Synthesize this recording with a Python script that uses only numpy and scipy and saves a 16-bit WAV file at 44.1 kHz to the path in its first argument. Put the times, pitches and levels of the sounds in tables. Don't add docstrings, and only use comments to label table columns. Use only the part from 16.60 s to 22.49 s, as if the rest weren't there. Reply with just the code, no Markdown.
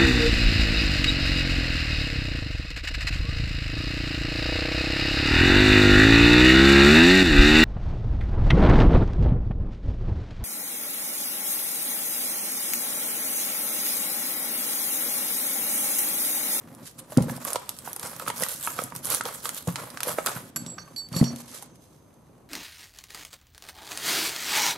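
import sys
import numpy as np
from scipy import signal
from scipy.fft import rfft, irfft, next_fast_len
from scipy.io import wavfile
from scipy.ndimage import uniform_filter1d

SR = 44100
rng = np.random.default_rng(int(sys.argv[2]) if len(sys.argv) > 2 else 0)


def boost_factor(decibels):
    exponent = np.asarray(decibels, float) / 20
    return 10 ** exponent


def put_to_file(sound):
    columns = np.atleast_2d(sound).T
    safe = np.clip(columns, -1, 1)
    whole_steps = np.round(safe * 32767)
    wavfile.write(sys.argv[1], SR, whole_steps.astype(np.int16))


N = 259734
T = np.arange(N) / SR


def evened(x):
    return x / np.sqrt(np.mean(x ** 2) + 1e-20)


def read(points, hz):
    f, value = np.transpose(points)
    return np.interp(np.log(hz + 1), np.log(f + 1), value)


def coloured(x, points):
    size = next_fast_len(N)
    gain = boost_factor(read(points, np.fft.rfftfreq(size, 1 / SR)))
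    return irfft(rfft(x, size) * gain, size)[..., :N]


def sides(pan_db):
    return boost_factor(np.multiply.outer([.5, -.5], pan_db))


def add(mix, s, sound):
    part = mix[..., round(s * SR):][..., :sound.shape[-1]]
    part += sound[..., :part.shape[-1]]


def ring(modes, length):
    t = T[:round(length * SR)]
    return sum(boost_factor(db - 60 * t / t60) * np.sin(2 * np.pi * hz * t) for hz, db, t60 in modes)


def grains(per_s, spread_db, clump_db, decay_s, same):
    clumps = evened(uniform_filter1d(rng.standard_normal(N), 500))
    size = boost_factor(spread_db * np.minimum(rng.exponential(1, N), 4) + clump_db * clumps)
    starts = rng.random(N) < per_s / SR
    power = signal.lfilter([1], [1, -np.exp(-2 / (decay_s * SR))], size ** 2 * starts)
    both, left, right = rng.standard_normal((3, N))
    return np.sqrt(power) * (np.sqrt(same) * both + np.sqrt(1 - same) * np.array([left, right]))


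def radiated(x):
    return signal.sosfilt(signal.butter(4, 115, "high", fs=SR, output="sos"), x)


# (f/Hz, level/dB per Hz)
HUM = [(15, -42), (25, -5.5), (134, 4.5), (516, -5), (607, -7), (1020, -11), (1790, -26), (5140, -32.5),
       (6050, -40), (6560, -32), (10100, -29), (14800, -28), (16000, -49)]
# (f/Hz, likeness 0 to 1)
SAME = [(60, 0.98), (240, 0.79), (950, 0.43), (3770, 0.17), (15000, 0.099)]


def hum():
    left, other = (rfft(v) for v in rng.standard_normal((2, N)))
    same = read(SAME, np.fft.rfftfreq(N, 1 / SR))
    air = irfft([left, same * left + np.sqrt(1 - same ** 2) * other], N)
    waver_db = 0.26 * evened(uniform_filter1d(rng.standard_normal(N), 6000))
    return boost_factor(-55 + waver_db) * evened(coloured(air, HUM))


# (f/Hz, t60/s)
SHOP = [(150, 0.07), (600, 0.3), (2500, 0.53), (8000, 0.35), (15000, 0.035)]


def shop(x):
    taps = np.zeros((2, SR // 2))
    slots = np.arange(160, SR // 2 - 20, 20)
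    at = slots + rng.integers(0, 20, (2, len(slots)))
    np.put_along_axis(taps, at, rng.choice([-1., 1.], at.shape), 1)
    hz, t, z = signal.stft(taps, SR, nperseg=256)
    tail = signal.istft(z * boost_factor(-60 * t / read(SHOP, hz)[:, None]), SR, nperseg=256)[1]
    return signal.fftconvolve(x[None], tail / np.linalg.norm(tail[0]), axes=1)[:, :N]


# (t/s, level/dB at the right port, f/Hz)
JOLTS = [(1.83, -52, 35), (4.612, -15, 36)]


def jolts():
    out = np.zeros(N)
    for s, db, hz in JOLTS:
        add(out, s, ring([(hz, db, .06)], .2))
    return out * np.array([[.3], [1]])


# (f/Hz, relative level/dB, t60/s)
BENCH = [(134.5, -9, 0.35), (171.8, 1, 0.13), (220, -7, 0.075), (236, -14, 0.59), (137, 5.5, 0.029),
         (252.8, 7, 0.044), (308, -4, 0.051), (366, -9.5, 0.082), (530, 0, 0.045), (664, -3, 0.018),
         (985, -24, 0.081), (1210, -20, 0.045)]


def bench_rumble():
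    rumble = signal.oaconvolve(grains(170, 4.25, 0.82, 0.014, 0.99), ring(BENCH, 0.53)[None])[:, :N]
    return evened(radiated(rumble))


# (t/s, blow level/dB, contact/s, favoured f/Hz at the spot struck)
THUMPS = [(0.572, -9.5, 0.0024, 260), (0.579, -9.5, 0.0033, 209), (0.606, -13.5, 0.0035, 157),
          (0.618, -12, 0.0072, 134), (0.656, -25, 0.0036, 155), (0.671, -23.5, 0.0022, 200),
          (0.699, -20, 0.0049, 207), (0.715, -25.5, 0.0033, 232), (0.761, -32.5, 0.0024, 200),
          (1.825, -40, 0.0025, 166), (2.361, -33, 0.0052, 147), (3.075, -14.5, 0.0052, 160),
          (3.088, -28, 0.0018, 171), (3.137, -29.5, 0.0044, 136), (3.488, -30, 0.0051, 167),
          (3.76, -31, 0.0034, 137), (3.961, -33.5, 0.0034, 220), (4.003, -34.5, 0.0036, 250),
          (4.019, -34.5, 0.0027, 244), (4.036, -38, 0.0036, 199), (4.064, -34, 0.0017, 210),
          (4.105, -46, 0.003, 220), (4.21, -37, 0.0056, 160), (4.317, -44, 0.0035, 200),
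          (4.343, -43, 0.0027, 230), (4.517, -29.5, 0.0033, 151), (4.542, -28, 0.0028, 194),
          (4.562, -19.5, 0.002, 161), (4.611, -5, 0.0036, 214), (4.625, -11, 0.0031, 220),
          (4.641, -27, 0.003, 135)]
# (f/Hz, phase/radians)
LEAD = [(60, .8), (150, .36), (300, .42), (1000, .3)]


def thumps():
    out = np.zeros(N)
    for s, db, contact, spot_hz in THUMPS:
        push = np.hanning(max(round(contact * SR), 4))
        edge = np.hanning(40)
        drive = np.concatenate([boost_factor(-17.0) * edge / edge.sum(), np.zeros(len(push))])
        drive[:len(push)] += push / push.sum()
        modes = [(hz, d - min(60.0 * np.log2(hz / spot_hz) ** 2, 12.0), t60) for hz, d, t60 in BENCH]
        add(out, s, boost_factor(db) * np.convolve(ring(modes, .6), drive))
    turn = np.exp(.5j * np.outer([1, -1], read(LEAD, np.fft.rfftfreq(N, 1 / SR))))
    return irfft(rfft(radiated(out)) * turn, N)


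# (t/s, level/dB before the share each part takes)
GRIP = [(3.964, -5), (3.972, -8), (4.02, -4), (4.064, -4), (4.145, -7), (4.18, -6), (4.232, -7), (4.36, -8),
        (4.41, -3), (4.47, -18), (4.56, -10), (4.6, -4), (4.612, -13), (4.636, -8), (4.712, -8)]


def struck(taps, modes, grip_share):
    swell_s, grip_s = .0012, .007
    out, t = np.zeros(N), T[:2 * SR]
    families = [ring(family, 2) * (1 - np.exp(-t / swell_s)) for family in modes]
    for s, *levels_db in taps:
        damped_db = sum(db * np.clip((s + t - at) / grip_s, 0, 1) for at, db in GRIP if at > s + .01)
        sound = sum(boost_factor(db) * family for db, family in zip(levels_db, families))
        add(out, s, boost_factor(grip_share * damped_db) * sound)
    return out


# (t/s, low ring level/dB, middle ring level/dB, high ring level/dB, short bright rings level/dB)
CLINKS = [(3.9601, -37, -40.5, -29.5, -26), (4.065, -53, -48, -40, -52), (4.085, -63, -70, -36.5, -70),
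          (4.1814, -44.5, -43.5, -65, -64), (4.3625, -30.5, -54, -47, -43.5),
          (4.378, -34, -50, -40.5, -41.5), (4.528, -41, -52, -58, -56), (4.547, -32.5, -55, -50, -50),
          (4.5643, -60, -37.5, -36, -36), (4.592, -53, -50, -61, -57), (4.6411, -48, -33.5, -53, -60),
          (4.677, -58, -35.5, -60, -63)]
# (f/Hz, relative level/dB, t60/s)
STEEL = [
    [(4504, 0, 0.4), (4535, -14, .15)],
    [(5667, 3, 0.17), (5610, -7, .1), (5040, -12, .08)],
    [(7697, 0, 0.5), (7752, -10, 0.3), (7950, -10, .2)],
    [(7325, -1, 0.15), (8866, -16, .06), (9400, -13, .04), (10480, -13, .05), (11080, -13, .06),
     (11330, 0, 0.12), (11500, 0, 0.04), (14050, -14, 0.13)],
]
# (t/s, low ring level/dB, middle rings level/dB, bright rings level/dB)
PIN_TAPS = [(3.9601, -60, -51, -50), (4.1814, -54, -52, -59), (4.547, -38, -54, -58),
            (4.5643, -30.5, -66, -35), (4.6411, -34, -45.5, -42), (4.677, -55, -68, -60)]
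# (f/Hz, relative level/dB, t60/s)
PIN = [
    [(4459, 0, .33)],
    [(6286, 0, .5), (6262, -6, 3.2)],
    [(7303, 0, .2), (8880, -9, .15), (11755, -2, .1)],
]


def clinks():
    waver_db = 1.2 * evened(uniform_filter1d(rng.standard_normal(N), 400))
    gear = struck(CLINKS, STEEL, 0.86)
    pin = struck(PIN_TAPS, PIN, 0.75)
    return (gear + pin) * boost_factor(waver_db)


# (t/s, level/dB, pitch f/Hz, t60/s, left minus right level/dB)
POPS = [(0.521, -24, 610, 0.029, -2.5), (0.569, -20.5, 1390, 0.013, -3), (0.581, -13.5, 517, 0.051, 5),
        (0.584, -18.5, 800, 0.023, -6), (0.603, -19.5, 408, 0.026, -3), (0.64, -24, 536, 0.019, -0.5),
        (0.682, -25, 530, 0.058, 0), (0.684, -31, 1530, 0.019, -3), (0.696, -17, 1700, 0.0092, -7),
        (0.699, -23, 765, 0.013, -8), (0.723, -29, 530, 0.027, 2), (0.78, -26, 684, 0.012, -3),
        (0.852, -27.5, 1166, 0.043, -6), (0.869, -27.5, 560, 0.03, -4), (0.924, -19.5, 620, 0.01, -4),
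        (0.948, -16, 604, 0.0089, -3), (0.958, -11, 950, 0.015, -8), (0.959, -15.5, 526, 0.018, -1),
        (1.275, -17.5, 1400, 0.0048, -10), (1.276, -14.5, 814, 0.0094, -5.5),
        (1.364, -26, 830, 0.019, -1.0), (1.599, -17, 1350, 0.011, -5), (1.664, -22.5, 1200, 0.014, -7),
        (1.678, -8, 1250, 0.0082, -11.5), (1.701, -11.5, 908, 0.02, -2.5), (1.823, -13, 585, 0.013, -6.5),
        (1.833, -16, 1940, 0.017, -9), (1.864, -18, 1150, 0.0088, -5), (2.074, -5, 1290, 0.0077, -3.5),
        (2.189, -10, 1260, 0.015, -6), (2.191, -21, 550, 0.027, -2), (2.22, -22, 530, 0.019, 1),
        (2.322, -20, 1070, 0.011, -8), (2.547, -28.5, 525, 0.019, -6), (2.609, -6.5, 1390, 0.0098, -3),
        (2.659, -22.5, 500, 0.036, 0), (2.687, -18.5, 1210, 0.012, -6), (2.855, -14.5, 1220, 0.014, -5),
        (2.892, -25.5, 1375, 0.022, -4.5), (3.073, -24.5, 500, 0.063, 1), (3.084, -19, 1000, 0.011, -6),
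        (3.158, -14.5, 1360, 0.0078, 2), (3.188, -31, 1390, 0.034, -7), (3.373, -11.5, 1500, 0.0048, -6.5),
        (3.405, -11.5, 1370, 0.0075, -4), (3.431, -15.5, 1250, 0.0063, 1.5), (3.471, -18, 530, 0.028, 1.5),
        (3.494, -20, 610, 0.026, -4), (3.585, -8, 633, 0.017, -6.5), (3.585, -10, 1267, 0.017, -3.5),
        (3.648, -22, 1150, 0.0063, -2.5), (3.662, -11, 1300, 0.0079, -1), (3.673, -11, 1440, 0.015, -5.5),
        (3.683, -24.5, 1400, 0.007, -2), (3.693, -18.5, 1510, 0.007, -3), (3.764, -22, 1440, 0.018, -2.5),
        (3.96, -33, 1170, 0.051, -5), (3.964, -25, 1546, 0.025, -2), (4.181, -28.5, 1210, 0.035, -3),
        (4.185, -24.5, 1550, 0.011, -8), (4.277, -37.5, 1140, 0.031, -2), (4.542, -29, 1190, 0.021, -3),
        (4.611, -22, 650, .025, -3), (4.612, -24.5, 1990, 0.014, -3), (4.626, -9.5, 410, 0.015, -2),
        (5.025, -36, 824, 0.028, -4)]
# (f/Hz, level/dB, t60/s)
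CARD_MODES = [(530, -20, .04), (760, -24, .025), (955, -21, .045), (1180, -23, .03), (1300, -23, .03),
              (1550, -25, .025)]


def pops():
    out, t = np.zeros((2, N)), T[:3000]
    length = len(t) / SR
    noise = rng.standard_normal((len(POPS), len(t)))
    spot_db = 4.0 * rng.standard_normal((len(POPS), len(CARD_MODES)))
    for (s, db, hz, t60, pan_db), a, spot in zip(POPS, noise, spot_db):
        buckle = ring([(hz, 0, t60), (hz * 0.673, -6, t60 * 0.42), (hz * 1.2, -5, t60 * 0.43)], length)
        modes = [(f, d + g - 14.0 * np.log2(f / hz) ** 2, w) for (f, d, w), g in zip(CARD_MODES, spot)]
        body = buckle + ring(modes, length)
        dull = signal.sosfilt(signal.butter(4, hz * 2.25, fs=SR, output="sos"), a)
        scratch = evened(dull) * boost_factor(-10.0 - 60 * t / t60)
        onset = 1 - np.exp(-t / 0.0012)
        add(out, s, boost_factor(db) * onset * (body + scratch) * sides(pan_db)[:, None])
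    return radiated(out)


# (f/Hz, level/dB per Hz)
CARD = [(150, -40), (250, -9.5), (349, -2.5), (512, 9.5), (760, 2), (950, 7), (1200, 5.5), (1500, -0.5),
        (1900, -2), (3000, -9.5), (7000, -13)]


def card_rub():
    return evened(coloured(grains(700, 3.5, 2.0, .004, .8), CARD))


# (f/Hz, level/dB per Hz)
PAPER = [(700, -32), (1100, -8), (1700, 2), (2400, 0), (3480, 4), (11000, 6), (15400, 4), (16500, -60)]


def paper_hiss():
    return evened(coloured(grains(2000, 2.6, 2.2, 0.0014, 0.3), PAPER))


def patchy(x):
    z = signal.stft(x, nperseg=256)[2]
    patches = rng.standard_normal(z.shape[:0:-1]).T
    patches = uniform_filter1d(patches, size=12, axis=0)
    patches = evened(uniform_filter1d(patches, size=14, axis=1))
    return evened(signal.istft(z * boost_factor(2.5 * patches), nperseg=256)[1][:, :N])


# (f/Hz, level/dB per Hz)
FILM = [(880, -22), (1500, -1), (1830, -17), (3410, -7.5), (4570, -8), (5700, -7), (11600, 0.5),
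        (15200, -2), (15700, 9), (16500, -56)]


def film_crackle():
    crackle = evened(grains(3000, 2.9, 1.5, 0.0012, 0.4))
    ticks = boost_factor(-3.5) * evened(grains(450, 3.3, 2.5, .0004, .5))
    return patchy(coloured(crackle + ticks, FILM))


def strokes(table):
    bite_db, slack_db = -14, -15
    outside_db = -120.2
    t, power = T[::32], 0
    for start, swell, fade, *top_db in table:
        shape_db = np.interp(t - start, [-.1, 0, swell, swell + fade, swell + fade + .1],
                             [bite_db + outside_db, bite_db, 0, slack_db, slack_db + outside_db])
        power = power + boost_factor(np.add.outer(top_db, shape_db)) ** 2
    return [np.interp(T, t, np.sqrt(p)) for p in power]


# (t/s, faint rustle level/dB, weight on card and bench level/dB)
HANDS = [(0.0, -60.5, -46), (0.23, -57.5, -44.5), (0.33, -65, -57.5), (0.42, -65, -46.5), (0.53, -61, -54),
         (0.6, -62, -39.5), (0.77, -70, -38.5), (0.82, -41.5, -49), (1.02, -59, -65), (1.2, -47.5, -47.5),
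         (1.4, -65, -52.5), (1.84, -56, -44), (1.89, -59, -60), (2.2, -34, -45.5), (2.42, -70, -46),
         (2.75, -59, -53), (3.05, -49.5, -53), (3.1, -44.5, -49), (3.4, -73, -47), (3.64, -45.5, -48),
         (3.78, -57, -44), (3.901, -49.5, -48), (3.92, -109, -61), (3.97, -53, -46.5), (4.1, -60.5, -43.5),
         (4.35, -63, -52), (4.49, -64, -51.5), (4.57, -38.5, -32.5), (4.7, -54, -38.5), (4.9, -58, -53),
         (5.049, -80, -52.5), (5.25, -62, -60.5), (5.42, -70.5, -59.5), (5.89, -80, -59)]
# (start t/s, swell/s, fade/s, top crackle level/dB, top card rub level/dB)
TUGS = [(0.384, 0.012, 0.0068, -33, -43.5), (0.491, 0.035, 0.087, -43.5, -45.5),
        (0.582, .01, 0.05, -66, -55), (0.62, 0.0019, 0.035, -36.5, -63), (0.68, 0.016, 0.054, -37, -55),
        (0.75, 0.017, 0.014, -34, -42), (0.805, 0.018, 0.023, -50, -38.5), (0.846, 0.034, 0.1, -31, -33),
        (0.975, 0.035, 0.19, -61, -45), (1.235, 0.025, 0.12, -38, -43), (1.391, 0.059, 0.16, -34.5, -37),
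        (1.589, 0.032, 0.058, -37, -44), (1.66, 0.019, 0.046, -32, -34.5), (1.741, 0.087, 0.056, -27, -36),
        (1.879, 0.013, 0.16, -31.5, -42.5), (2.019, 0.031, 0.11, -29, -37),
        (2.17, 0.011, 0.098, -41, -37.5), (2.35, 0.0024, 0.051, -35, -43.5),
        (2.438, 0.091, 0.067, -22.5, -33.5), (2.649, 0.0069, 0.082, -33, -33),
        (2.72, 0.026, 0.083, -34.5, -42), (2.82, 0.027, 0.094, -31.5, -40),
        (2.94, 0.038, 0.049, -30.5, -41), (3.07, 0.0034, 0.11, -38, -37), (3.15, 0.025, 0.37, -42.5, -40.5),
        (3.428, 0.063, 0.066, -29, -30), (3.55, 0.036, 0.06, -37.5, -36), (3.658, 0.0043, 0.16, -32.5, -31)]
# (start t/s, swell/s, fade/s, top hiss level/dB, top card rub level/dB)
SLIDES = [(0.228, 0.049, 0.037, -41, -68), (4.52, 0.016, 0.028, -54, -41),
          (4.755, 0.047, 0.039, -41.5, -49), (4.86, 0.092, 0.11, -42.5, -49.5),
          (5.016, 0.012, 0.0086, -48, -47.5), (5.15, 0.0084, 0.018, -57, -72),
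          (5.3, 0.044, 0.044, -68, -60.5)]


def handling():
    film_gone_s = 3.93
    s, *columns = np.transpose(HANDS)
    rustle, weight = (boost_factor(np.interp(T, s, c)) for c in columns)
    (crackle, tug_rub), (hiss, slide_rub) = strokes(TUGS), strokes(SLIDES)
    rub = np.hypot(tug_rub, slide_rub)
    film_gain = np.hypot(crackle, rustle * (T < film_gone_s))
    paper_gain = np.hypot(hiss, rustle * (T >= film_gone_s))
    card_gain = np.hypot(rub, boost_factor(-9.5) * weight)
    bench_gain = np.hypot(weight, boost_factor(-27) * rub)
    treble = paper_hiss() * paper_gain + film_crackle() * film_gain
    card = card_rub() * card_gain
    return treble * sides(-3.5)[:, None] + card * sides(-1.5)[:, None] + bench_rumble() * bench_gain


# (t/s, level/dB, centre f/Hz, duller puff's relative level/dB before a fixed cut, left minus right level/dB)
SNAPS = [(0.1494, -34, 10900, -17, -3), (0.389, -35, 11400, -1.5, -7.5), (0.521, -35, 9300, -3, -5),
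         (0.5732, -18, 8700, -3.5, -5.5), (0.624, -25.5, 9100, -8, 3), (0.6848, -39.5, 10400, -7, -5),
         (0.8497, -15, 12500, -22, -6), (0.87, -25, 10050, -10, 0), (0.9045, -19, 11400, -12, -6),
         (0.932, -12.5, 9200, -16, -2), (0.9575, -27.5, 11100, 13, -5), (0.997, -34, 12000, -20, -4),
         (1.0924, -14, 11100, -9.5, -4.5), (1.1655, -37, 9000, -6, -4), (1.1879, -21.5, 10000, -13, -3),
         (1.248, -35, 8000, -11, -6), (1.331, -17, 11500, -16, -2), (1.3629, -20, 10200, -10.5, -2),
         (1.3962, -25, 10500, -2, -1), (1.43, -21, 10000, -7.5, -1), (1.5638, -25, 11700, -22, -7),
         (1.597, -22, 12300, -4.5, -1), (1.682, -15.5, 11600, -5, 6.5), (1.701, -20, 9850, -3, -6),
         (1.836, -12.5, 8950, -5.5, -3), (1.8862, -16, 11900, -36, -7), (2.0095, -25, 11300, -25, -5),
         (2.0278, -19, 11700, -13, 1), (2.066, -16, 11000, -26, 2), (2.1894, -42, 11100, 5.5, -27),
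         (2.238, -17, 9400, -48, -2), (2.3625, -19.5, 10000, -8.5, -2.5), (2.4471, -18.5, 8900, -29, 3),
         (2.455, -21, 10300, -32, -19.5), (2.47, -20.5, 9800, -22, 2), (2.5025, -13, 11200, -29, -12),
         (2.5472, -11.5, 10200, -9.5, -5), (2.611, -18.5, 7650, -5.5, -2), (2.6369, -26, 11600, -22, -2),
         (2.654, -39, 10200, 18, -8), (2.8558, -20.5, 8750, 1.5, -6), (2.892, -14.5, 9300, -8, -3),
         (2.946, -19.5, 10900, -25.5, -3), (3.0743, -27, 8780, -5.5, -0.5), (3.1576, -46.5, 8000, 31.5, -4),
         (3.303, -29.5, 9950, -4, -7), (3.373, -40.5, 11300, 16, -2), (3.405, -21, 11000, 0.5, -1.5),
         (3.4324, -10.5, 11000, -6, -3.5), (3.48, -17.5, 11500, -15, -3), (3.493, -16.5, 10500, -9, -1),
         (3.516, -21.5, 11500, -11.5, -2), (3.6618, -4.5, 12300, -18.5, -2), (3.669, -17, 8740, 1.5, 1),
         (3.6847, -36, 10400, 12, 0.5), (3.961, -17, 10600, -6.5, -4), (4.0633, -40, 9000, 10, -6),
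         (4.102, -39, 8100, -1, -8), (4.3618, -49, 11400, 17, -7), (4.4876, -38.5, 11600, -2, -6.5),
         (4.528, -36.5, 8500, 6.5, -4), (4.5638, -26, 11700, 5.5, -4), (4.594, -32, 11700, -8, -4),
         (4.632, -39, 11000, 0, 1), (4.6405, -37.5, 9000, 15.5, -3.5), (4.761, -29, 10700, -2, -3),
         (4.789, -39, 9000, -7, -4), (4.88, -39.5, 8950, 4, 1), (4.915, -36.5, 8510, -8, 0),
         (4.93, -40, 9700, -2, -3), (4.956, -36.5, 9050, -19, -7), (4.978, -36, 9000, -2, -3),
         (5.0249, -27.5, 9700, -27, -6), (5.031, -35, 10000, -19, -6), (5.541, -52.5, 10400, -23, -12)]


def snaps():
    out, t = np.zeros((2, N)), T[:1300]
    noise = rng.standard_normal((len(SNAPS), 2, 3, len(t)))
    ports = noise[:, :, :1] + 0.91 * noise[:, :, 1:]
    onset = 1 - np.exp(-t / .0001)
    bright, dull = (onset * (np.exp(-t / .0006) + tail * np.exp(-t / .007)) for tail in (.12, .28))
    low_band = signal.butter(1, [2200, 6500], "band", fs=SR, output="sos")
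    for (s, db, hz, low_db, pan_db), (a, b) in zip(SNAPS, ports):
        top_band = signal.butter(1, [hz * 0.87, min(hz * 1.2, 19000)], "band", fs=SR, output="sos")
        sharp_puff = evened(signal.sosfilt(top_band, a)) * bright
        dull_puff = boost_factor(low_db - 3) * evened(signal.sosfilt(low_band, b)) * dull
        add(out, s, boost_factor(db) * (sharp_puff + dull_puff) * sides(pan_db)[:, None])
    return out


def scene():
    near, rings = handling() + snaps() + pops(), clinks()
    echo = boost_factor(-11.0) * shop(near.mean(0) + boost_factor(-9) * rings)
    bench = thumps() * sides(-0.13)[:, None]
    return near + rings * sides(-5.5)[:, None] + bench + echo + jolts() + hum()


def band_limit(x):
    return signal.sosfilt(signal.butter(12, 16810, fs=SR, output="sos"), x)


# (f/Hz, level/dB)
MIC = [(20, -9), (60, -2), (12000, 0.5), (15000, -11.5), (16000, -27), (17000, -37)]


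def record(dry):
    mix = coloured(dry, MIC)
    return band_limit(mix)


dry = scene()
out = record(dry)
put_to_file(out)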